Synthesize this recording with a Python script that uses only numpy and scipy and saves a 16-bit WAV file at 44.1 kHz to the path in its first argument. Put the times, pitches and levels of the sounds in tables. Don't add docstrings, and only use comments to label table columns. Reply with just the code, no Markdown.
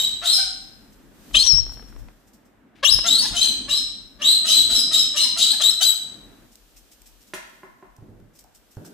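import sys
import numpy as np
from scipy import signal
from scipy.fft import rfft, irfft
from scipy.io import wavfile
from scipy.ndimage import uniform_filter1d

SR = 44100
rng = np.random.default_rng(int(sys.argv[2]) if len(sys.argv) > 2 else 0)


def boost(x):
    u = np.asarray(x, float) / 20
    return 10 ** u


def waveform_to_disk(signal):
    frames = np.transpose(np.atleast_2d(signal))
    scaled = np.clip(frames, -1, 1) * 32767
    samples = np.round(scaled).astype(np.int16)
    wavfile.write(sys.argv[1], SR, samples)


N = 393813


def rms_one(x):
    return x / np.sqrt(np.mean(x ** 2) + 1e-20)


def in_time(rows):
    s, *columns = np.transpose(rows)
    return [np.interp(np.arange(N) / SR, s, c) for c in columns]


def colour(x, points):
    hz, db = np.transpose(points)
    grid = np.maximum(np.fft.rfftfreq(x.shape[-1], 1 / SR), 1)
    gain_db = np.interp(np.log(grid), np.log(hz), db)
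    return irfft(rfft(x) * boost(gain_db), x.shape[-1])


def band(x, lo_hz, hi_hz):
    return signal.sosfilt(signal.butter(2, [lo_hz, hi_hz], "band", fs=SR, output="sos"), x)


def drift(rate_hz, size=N):
    r = np.exp(-2 * np.pi * rate_hz / SR)
    wander = signal.lfilter([1], [1, -2 * r, r * r], rng.standard_normal(size + SR))
    return rms_one(wander[SR:])


def ring(clicks, hz, t60_s):
    r, w = boost(-60 / (t60_s * SR)), 2 * np.pi * hz / SR
    return signal.lfilter([0, np.sin(w)], [1, -2 * r * np.cos(w), r * r], clicks + 1e-18)


def add(out, s, piece):
    i = max(round(s * SR), 0)
    out[i:i + len(piece)] += piece[:N - i]


def held(rows, edge_s):
    gain = np.zeros(N)
    for s, length_s, level_db in rows:
        add(gain, s, np.full(round(length_s * SR), boost(level_db)))
    return uniform_filter1d(gain, max(round(edge_s * SR), 1))


def stereo_noise(alike):
    mid, side = rng.standard_normal((2, N))
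    alike = np.clip(alike, -1, 1)
    return np.sqrt(1 + alike) * mid + np.sqrt(1 - alike) * side * [[1], [-1]]


# f/Hz, level/dB
RASP_SPECTRUM = [(1500, -27.5), (2500, -6), (3500, -6), (5000, -10.5), (8000, 1.8), (10500, -6),
                 (12000, -19.5), (15500, -18)]
# f/Hz, level/dB
RASP_RESONANCES = [(3100, -1), (3950, 5), (5200, -1.3), (6250, -2), (8000, -8.5)]


def rasp_noise():
    air = rms_one(colour(rng.standard_normal(N), RASP_SPECTRUM))
    resonant = 0
    for k, (hz, db) in enumerate(RASP_RESONANCES):
        resonant = resonant + boost(db) * rms_one(ring(air, hz, t60_s=0.0074)) * (-1) ** k
    edge = signal.butter(6, 2040, "high", fs=SR, output="sos")
    return rms_one(signal.sosfilt(edge, rms_one(resonant) + boost(-10) * air))


# t/s, length/s, f start/Hz, f end/Hz, peak level/dB
LOW_NOTES = [(0, 0.025, 3240, 2993, -25), (1.347, .014, 2550, 3050, -9), (1.365, 0.02, 3080, 3262, -5),
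             (2.85, 0.02, 2748, 2906, -10.5), (2.869, 0.012, 2932, 3500, -11.5),
             (3.365, 0.043, 3035, 3160, -18), (3.414, .045, 3150, 3118, -17.5),
             (3.458, .06, 3150, 3032, -32.5), (3.692, 0.021, 2742, 2966, -26.5),
             (4.219, 0.023, 2750, 3422, -17), (4.477, 0.019, 2884, 3201, -16),
             (4.912, 0.016, 2940, 3313, -40), (5.169, 0.027, 2882, 2987, -21),
             (5.396, 0.02, 2993, 3428, -20), (5.614, 0.014, 3167, 3235, -17),
             (5.809, 0.048, 2998, 3234, -20)]
MIDDLE_NOTES = [(0, 0.056, 3819, 3899, -14), (0.257, 0.047, 3650, 4145, -15),
                (.302, 0.047, 4117, 4217, -17.5), (1.345, 0.016, 3100, 3760, -10),
                (1.363, 0.012, 3850, 4083, -17), (1.383, 0.048, 4020, 4365, -10),
                (2.845, 0.017, 3075, 3410, -13.5), (2.879, 0.022, 3700, 3936, -12),
                (2.897, .013, 3950, 4790, -14), (3.079, .032, 3581, 3830, -15.5),
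                (3.11, 0.05, 3861, 3950, -11.5), (3.155, 0.06, 4209, 4493, -15.5),
                (3.412, .022, 3845, 4120, -7.5), (3.437, .06, 4098, 4050, -17.5),
                (3.705, 0.075, 3736, 4208, -15.5), (4.243, 0.046, 3650, 4030, -9.5),
                (4.287, 0.048, 4096, 4122, -13), (4.5, 0.035, 3820, 4073, -12),
                (4.54, 0.042, 4153, 3975, -6.5), (4.7, 0.067, 3940, 3990, -13.5),
                (4.931, 0.055, 3717, 3965, -15.5), (4.971, .04, 3858, 3758, -19.5),
                (5.178, 0.022, 3700, 4056, -18.5), (5.203, 0.039, 4150, 4044, -13.5),
                (5.402, 0.048, 3600, 3953, -13.5), (5.455, 0.068, 3900, 4081, -15),
                (5.637, 0.064, 3680, 4077, -8), (5.818, 0.025, 3690, 3850, -17.5),
                (5.85, .016, 3990, 4023, -14), (5.867, 0.04, 4012, 3877, -10)]
HIGH_NOTES = [(0, 0.065, 4658, 4585, -33.5), (.325, 0.052, 5387, 4990, -16),
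              (1.435, 0.025, 5650, 5815, -16), (1.465, 0.066, 5850, 5320, -13.5),
              (1.525, .087, 5345, 5580, -16.5), (2.908, 0.022, 5123, 5403, -11),
              (2.924, 0.027, 5288, 5008, -9), (3.217, 0.046, 5200, 5130, -16.5),
              (3.753, 0.041, 5070, 5368, -16.5), (4.479, 0.073, 4857, 4690, -25.5),
              (4.754, 0.058, 5451, 4970, -14), (4.975, .065, 5050, 5235, -17.5),
              (5.22, 0.028, 5050, 5120, -17.5), (5.85, 0.024, 4850, 4950, -23),
              (5.44, 0.014, 5220, 5180, -26), (5.703, 0.02, 5407, 5380, -19.5)]
STRANDS = [(.0, .04, 5520, 5450, -30), (0.244, .02, 4324, 4356, -31), (1.465, 0.018, 3500, 3750, -31.5),
           (5.62, 0.0086, 3190, 3550, -15), (3.425, 0.025, 4300, 4520, -25.5),
           (1.385, 0.025, 4854, 5097, -20), (1.425, .03, 3300, 3500, -24), (1.462, 0.021, 4523, 4700, -25),
           (1.501, .045, 4300, 4000, -30), (3.07, .016, 6394, 6760, -16.5), (3.11, .04, 6400, 6640, -33.5),
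           (3.222, .035, 6133, 6240, -23), (4.474, 0.047, 5488, 5575, -25), (4.992, .03, 6250, 6160, -28.5),
           (5.166, 0.024, 5860, 6100, -24.5), (5.824, 0.025, 4475, 4700, -19)]
# start level/dB, peak position/share of length, end level/dB, octave level/dB
SWELLS = [
    (-9, 0.062, -2, -3.5),
    (-0.5, 0.98, 6.5, -8.5),
    (-1.5, 1, -11.5, -17.5),
    (-1.5, 0.55, -9, -14),
]
# t/s, roughness/0-1
ROUGHNESS = [(0, .3), (.2, .5), (1.3, .35), (1.43, .5), (1.5, .05), (2.8, .15), (2.96, .2), (3.05, .5),
             (3.8, .45), (4.3, .35), (4.75, .4), (5.25, .45), (5.4, .9), (5.55, .7), (5.63, .25),
             (5.9, .15)]


def whistles(shrill_db):
    out = np.zeros(N)
    rough = in_time(ROUGHNESS)[0]
    waver = 1 + (.005 + .015 * rough) * drift(150)
    buzz = np.sin(2 * np.pi * np.cumsum(640 + 90 * drift(40)) / SR)
    tremor_db = (1 + 3 * rough) * drift(170) + 4 * rough * drift(45)
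    tremor = boost(tremor_db) * (1 + .6 * rough * buzz)
    breath = boost(-13) * rough * rasp_noise()
    registers = (LOW_NOTES, MIDDLE_NOTES, HIGH_NOTES, STRANDS)
    for notes, (start_db, peak_at, end_db, octave_db) in zip(registers, SWELLS):
        gain, pitch = np.zeros(N), []
        peak_at = np.clip(peak_at, .1, .9)
        for s, length_s, from_hz, to_hz, peak_db in notes:
            share = np.arange(0, 1, 1 / (length_s * SR))
            swell_db = np.interp(share, [0, peak_at, 1], [start_db, 0, end_db])
            add(gain, s, boost(peak_db + swell_db))
            middle_hz = from_hz + .62 * (to_hz - from_hz)
            pitch += [(s + .001, from_hz), (s + length_s / 2, middle_hz), (s + length_s - .001, to_hz)]
        phase = 2 * np.pi * np.cumsum(in_time(sorted(pitch))[0] * waver) / SR
        upper = np.sin(3 * phase) + .7 * np.sin(4 * phase)
        overtones = np.sin(2 * phase) + boost(shrill_db - 14) * upper
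        tone = np.sin(phase) + boost(octave_db + shrill_db) * overtones * tremor ** .5
        note_edge_s = 0.0066
        out += uniform_filter1d(gain, round(note_edge_s * SR)) * (tone + breath) * tremor
    return out


# band top f/Hz, t60/s, level/dB
ROOM_BANDS = [(620, 0.18, 0.6), (2590, 0.71, 6), (6100, 0.61, 3.5), (9260, 0.52, 3.5), (11300, 0.13, 5.5),
              (12700, 0.36, 5.5), (17400, 0.25, 12.5)]


def room(x):
    t, tail, lo_hz = np.arange(round(1.3 * SR)) / SR, 0, 40
    onset = np.clip((t - .004) / 0.00093, 0, 1)
    for hi_hz, t60_s, level_db in ROOM_BANDS:
        dying = band(rng.standard_normal((2, len(t))), lo_hz, hi_hz) * boost(-60 * t / t60_s)
        tail = tail + boost(level_db - 40) * dying * onset
        lo_hz = hi_hz
    return signal.fftconvolve(x[None], tail, axes=1)[:, :N]


# t/s, level/dB
WINGS = [(0, -46.5), (.42, -55.5), (1.15, -53.5), (1.36, -48), (1.86, -51.5), (2.11, -53), (2.16, -59),
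         (2.7, -58), (3.16, -41), (3.56, -44), (4.1, -56.5), (4.7, -40.5), (5.1, -48.5), (6.0, -56.5),
         (6.1, -49), (6.45, -52.5), (6.53, -66.5)]


def wing_effort():
    return boost(in_time(WINGS)[0])


# t/s, peak level/dB, fade/s
GUSTS = [(0.098, -58.5, 0.33), (0.379, -51, 0.072), (.9, -59, 0.16), (1.358, -36, .03), (1.45, -48, 0.028),
         (1.541, -23.5, 0.025), (1.61, -34.5, .03), (1.76, -40.5, 0.093), (2.022, -41.5, 0.066),
         (2.961, -28.5, 0.04), (3.34, -35.5, 0.033), (3.598, -52.5, 0.24), (4.7, -50, 0.39),
         (5.6, -63, 0.24), (6.34, -56, 0.091), (7, -64, 0.32), (8.2, -58, 0.15)]


def flight(wings):
    t = np.arange(N) / SR
    still_air_db = -72.5
    air = boost(still_air_db) + sum(boost(db) * np.exp(-abs(t - s) / fade_s) for s, db, fade_s in GUSTS)
    draught = rms_one(band(band(stereo_noise(0.1), 38, 50), 15, 77)) * air
    buffet = rms_one(band(band(stereo_noise(0.0), 77, 120), 60, 220))
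    draught += buffet * boost(10) * air ** 1.5
    draught = draught * boost(3 * drift(9))
    throb = rms_one(band(band(stereo_noise(0.76), 190, 300), 120, 500)) * boost(-2.5 + 2.5 * drift(11))
    throb += boost(-10.5) * rms_one(band(band(stereo_noise(0.87), 72, 170), 70, 200))
    shuffle_s, shuffle_span_s, shuffle_db = 7.73, 0.69, -71
    shuffle = boost(shuffle_db) * np.exp(-((t - shuffle_s) / shuffle_span_s) ** 2)
    return draught * boost([[2.5], [-2.5]]) + throb * (wings + shuffle)


# f/Hz, level/dB
HUM_SPECTRUM = [(180, -45.5), (300, -5), (581, -7), (669, -8), (1040, -12), (1630, -11), (4000, -27.5),
                (5200, -57), (8800, -120)]
# f/Hz, level/dB
HISS_SPECTRUM = [(1470, -26.4), (2500, -1), (3050, 0.8), (8330, -1.5), (9710, -11.5), (11900, -2.5),
                 (14900, -9.5), (15600, -16)]
# t/s, level/dB
GAIN = [(0, 11), (1.1, 0.5), (1.3, 11.5), (2.05, 1.5), (2.8, -15.5), (3.0, 4.5), (4.2, -2), (6.0, 3),
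        (7.55, 4.5), (7.75, -3.5), (8.28, -7.5), (8.93, 4.5)]


def background(birds, wings):
    still_db, wings_db, calls_db, linger_s = -64.5, -5.5, -33.5, 0.025
    r = np.exp(-2 / (linger_s * SR))
    call_power = signal.lfilter([1 - r], [1, -r], birds ** 2)
    stirred = boost(2 * calls_db) * call_power + (boost(wings_db) * wings) ** 2
    hum = np.sqrt(boost(2 * still_db) + stirred) * rms_one(colour(stereo_noise(0.4), HUM_SPECTRUM))
    gain = boost(in_time(GAIN)[0])
    return hum + boost(-63) * gain * rms_one(colour(stereo_noise(0.033), HISS_SPECTRUM))


# t/s, peak level/dB, pulse f/Hz, length/s, rasp level/dB
CROAKS = [(0.211, -27.5, 667, 0.037, -34.5), (0.372, -27.5, 750.6, 0.031, -32),
          (1.34, -26, 620, 0.022, -22), (1.436, -38.5, 998.6, .05, -44), (2.826, -16.5, 554, 0.021, -25),
          (3.034, -24, 679, 0.045, -28), (3.202, -34.5, 970, .05, -39), (3.236, -28.5, 887, 0.035, -25.5),
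          (3.435, -40.5, 900, 0.046, -48), (5.234, -35, 966, .04, -52.5), (5.522, -32.5, 828.5, 0.031, -44),
          (3.322, -31.5, 680.4, 0.048, -27.5), (3.677, -31, 578.6, 0.021, -24),
          (4.184, -35, 602, 0.058, -33), (4.434, -31, 627.4, 0.035, -19), (4.691, -31, 686, 0.021, -20),
          (4.903, -30.5, 633, 0.03, -19), (5.133, -32, 615, 0.046, -20), (5.356, -29.5, 646, 0.03, -18),
          (5.594, -26, 644.6, 0.028, -18.5), (5.797, -26.5, 707.4, 0.036, -23)]
# f/Hz, level/dB
THROAT = [(350, -10.5), (600, -5.5), (1200, -2), (1750, -2.5), (2200, -9.5), (3200, -2.5), (6000, -14.5),
          (9000, -32), (15000, -33.5)]
# t/s, length/s, level/dB
RASPS = [(.242, .05, -26), (.36, 0.043, -31), (1.334, .012, -36), (1.35, 0.026, -24.5),
         (1.39, 0.044, -25.5), (1.445, 0.041, -27), (3.062, 0.042, -28.5), (3.14, .09, -36),
         (3.36, 0.071, -28), (3.43, 0.035, -29), (4.48, 0.06, -22.5), (4.93, 0.028, -28.5),
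         (5.17, 0.048, -28.5), (5.385, 0.061, -21.5), (5.81, 0.041, -24)]


def croaks():
    pulses, breath = np.zeros(N), np.zeros(N)
    for s, peak_db, hz, length_s, rasp_db in CROAKS:
        t = np.arange(0, length_s, 1 / SR)
        jitter = drift(500, size=SR // 10)[:len(t)]
        pulse_hz = hz * (.9 + 0.19 * t / length_s + 0.078 * jitter)
        phase = 2 * np.pi * np.cumsum(pulse_hz) / SR
        stack = sum(np.cos(k * phase) for k in range(1, 22))
        add(pulses, s, boost(peak_db - 2) * stack * np.sin(np.pi * (t / length_s) ** 1.5))
        t = np.arange(0, .15, 1 / SR)
        add(breath, s + 0.45 * length_s, boost(rasp_db) * np.minimum(t / .011, 1) * np.exp(-t / .05))
    rasp = rasp_noise() * boost(1.0 * drift(300))
    spit = boost(1.8) * breath ** 2 * band(rng.standard_normal(N), 8500, 15500)
    return colour(pulses, THROAT) + (breath + held(RASPS, edge_s=.008)) * rasp + spit


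# t/s, peak level/dB
SCUFFS = [(0.9194, -50), (1.2317, -55), (1.3076, -56), (1.7194, -40), (1.8794, -49), (1.9805, -47.5),
          (2.1991, -61), (2.2682, -50), (2.3294, -47.5), (2.4494, -55.5), (2.7594, -62), (6.5162, -47),
          (6.76, -40), (6.9106, -42.5), (7.0569, -40.5), (7.205, -46.5), (7.2694, -47), (8.3311, -55),
          (8.3519, -45.5), (8.3857, -44), (8.544, -42.5), (8.7061, -46.5), (8.8463, -37)]
# t/s, peak level/dB
TICKS = [(6.5545, -35.5), (7.0174, -38.5), (7.4944, -42), (7.9638, -45.5), (8.1994, -55), (8.4394, -42),
         (8.7494, -49.5), (8.7675, -46.5)]
# f/Hz, level/dB
SCUFF_SPECTRUM = [(1180, -51), (2000, -17.5), (4490, -13.5), (5330, -6), (6720, -9.5), (8410, -7.5),
                  (9560, -22), (12100, -14), (15600, -18.5)]


def scuffs():
    stroke = np.zeros(N)
    for events, rise_s in ((SCUFFS, .011), (TICKS, .0015)):
        t = np.arange(0, 10 * rise_s, 1 / SR) / rise_s
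        for s, peak_db in events:
            add(stroke, s, boost(peak_db - 8.5) * t * np.exp(1 - t))
    return stroke * boost(2.0 * drift(250)) * rms_one(colour(stereo_noise(.3), SCUFF_SPECTRUM))


# t/s, peak level/dB
SNAPS = [(1.311, -43.5), (1.462, -43.5), (1.541, -46.5), (1.583, -39), (1.64, -65), (1.665, -45),
         (1.678, -54), (1.694, -44), (1.722, -51), (1.745, -68), (1.772, -45), (1.795, -44), (1.824, -42),
         (1.926, -50), (1.963, -44), (1.995, -59), (2.046, -67), (2.085, -43.5), (2.114, -66), (2.938, -50),
         (2.989, -31)]


def snaps():
    out, t = np.zeros(N), np.arange(0, .012, 1 / SR)
    for s, peak_db in SNAPS:
        burst = rng.standard_normal(len(t))
        add(out, s, boost(peak_db + 19.0) * burst * np.exp(-t / 0.0023))
    return band(out, 120, 1400)


# t/s, length/s, level/dB
RUSTLES = [
    (1.87, .03, -65),
    (2.755, 0.063, -60),
    (2.99, .012, -41.5),
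]


def rustles():
    grain = boost(2 * drift(200)) * rms_one(band(rng.standard_normal(N), 1300, 4200))
    return held(RUSTLES, edge_s=0.016) * grain


# t/s, peak level/dB
KNOCKS = [
    (7.336, -19),
    (7.633, -29.5),
    (7.826, -32.5),
]
# f/Hz, level/dB, t60/s
PANEL_MODES = [(197, -4.5, 0.3), (381, -2, 0.18), (632, -5, 0.072), (1062, 3, 0.027), (1520, 0, .018),
               (1924, 9.5, .012), (2120, 2, .012), (2560, 5, .03), (2810, -8, .03), (3660, -16, .02),
               (1725, -7, .04)]


def knocks():
    out, t = np.zeros(N), np.arange(0, .2, 1 / SR)
    touch = np.pad(np.hanning(8), (0, len(t) - 8)) / 3.5
    touch = touch + .5 * (np.arange(len(t)) == 130)
    for s, peak_db in KNOCKS:
        modes = 0
        for hz, db, t60_s in PANEL_MODES:
            t60_s = min(t60_s, 45 * (hz / 390) ** -.6 / hz)
            modes = modes + boost(db + rng.normal(0, 2)) * ring(touch, hz, t60_s)
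        crack = rng.standard_normal(len(t)) * np.minimum(t / .003, 1) * np.exp(-t / .012)
        body = band(modes / abs(modes).max() + .3 * crack, 130, 4500)
        body = band(body, 150, 1500 * boost(0.8 * (peak_db + 30.5)))
        bright = boost(2.0 * (peak_db + 39.5) - 45.5) * band(crack, 1400, 7800)
        add(out, s, boost(peak_db) * (0.067 * rms_one(body) + bright))
    return out


# t/s, peak level/dB, f/Hz
PATS = [(7.983, -47, 850), (8.025, -54, 800), (8.06, -58, 1160), (8.445, -44, 770), (8.769, -38.5, 880),
        (8.776, -38, 514), (8.77, -42, 1526), (8.849, -40.5, 1510)]
# t/s, peak level/dB, f/Hz, t60/s
THUDS = [(7.983, -40.5, 117, 0.31), (8.021, -34.5, 119, 0.066), (8.089, -39, 112.6, 0.2),
         (8.151, -45.5, 116, .15), (8.221, -44, 114, 0.3), (8.766, -27.5, 119, 0.12)]


def footfalls():
    out, t = np.zeros(N), np.arange(0, .2, 1 / SR)
    for s, peak_db, hz in PATS:
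        add(out, s, boost(peak_db) * band(ring(t == 0, hz, t60_s=0.0142), 200, 1900))
    click = np.arange(SR // 2) == 150
    for s, peak_db, hz, t60_s in THUDS:
        modes = ring(click, hz, t60_s) + 0.47 * ring(click, 1.635 * hz, 0.36 * t60_s)
        add(out, s, boost(peak_db - 3.0) * modes)
        rumble = rms_one(band(band(rng.standard_normal(len(t)), 130, 330), 60, 950)) * np.exp(-t / .17)
        add(out, s + 0.0029, boost(peak_db - 15) * rumble)
    return out


# t/s, left minus right level/dB, direct over room level/dB, shrillness level/dB
BIRD_PATH = [(0, 3, -4.5, -0.5), (.8, 9, -8, -3.5), (1.3, 5, 16.5, -18), (1.42, 8.5, 4.5, -5.5),
             (1.47, 15.5, 8.5, -29.5), (1.5, 27.5, -2.5, -39.5), (1.62, 17.5, 3, -40.5), (2.8, 6, 10, -4),
             (2.93, 17.5, -6, -1.5), (3.1, 4.5, 1, -3.5), (3.4, 7, -2, -2.5), (4.0, 6, -6, -4.5),
             (4.6, 6.5, -7, 0), (5.3, 5, -4, -5), (5.65, 8.5, -2, 0), (5.9, 10.5, -1, 4)]


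def scene():
    pan_db, near_db, shrill_db = in_time(BIRD_PATH)
    wings = wing_effort()
    whistle, croak = whistles(shrill_db), croaks()
    birds = whistle + croak
    lead = 12
    early = np.pad(whistle[lead:], (0, lead))
    near = np.array([early * boost(pan_db / 2), whistle * boost(-pan_db / 2)])
    croak_pan_db = 0.44 * pan_db
    near += croak * boost([croak_pan_db / 2, -croak_pan_db / 2])
    far = room(birds * boost(-near_db)) * boost([0.037 * pan_db, -.31 * pan_db])
    knock, snap, scuff = knocks() + footfalls(), snaps() + rustles(), scuffs()
    small = knock * boost([[-1.5], [.8]]) + snap * boost([[3.5], [-3.5]])
    small = small + room(1.98 * knock + 0.17 * snap + 0.54 * scuff[0])
    air = flight(wings) + background(birds, wings)
    return near * boost(np.minimum(near_db, 0) / 2) + far + small + scuff + air


# f/Hz, level/dB
MICROPHONE = [(20, 2.93), (8000, -2.89), (9800, 3), (11500, -0.34), (16000, 1.5)]


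def microphone(dry):
    ports = colour(np.pad(dry, ((0, 0), (0, 4000))), MICROPHONE)[:, :N]
    ports = np.tanh(ports / .95) * .95
    return signal.sosfilt(signal.cheby2(16, 50, 15850, fs=SR, output="sos"), ports)


def low_pass(x):
    return signal.sosfilt(signal.butter(12, 15760, fs=SR, output="sos"), x)


def record(dry):
    mix = microphone(dry)
    return low_pass(mix)


dry = scene()
out = record(dry)
waveform_to_disk(out)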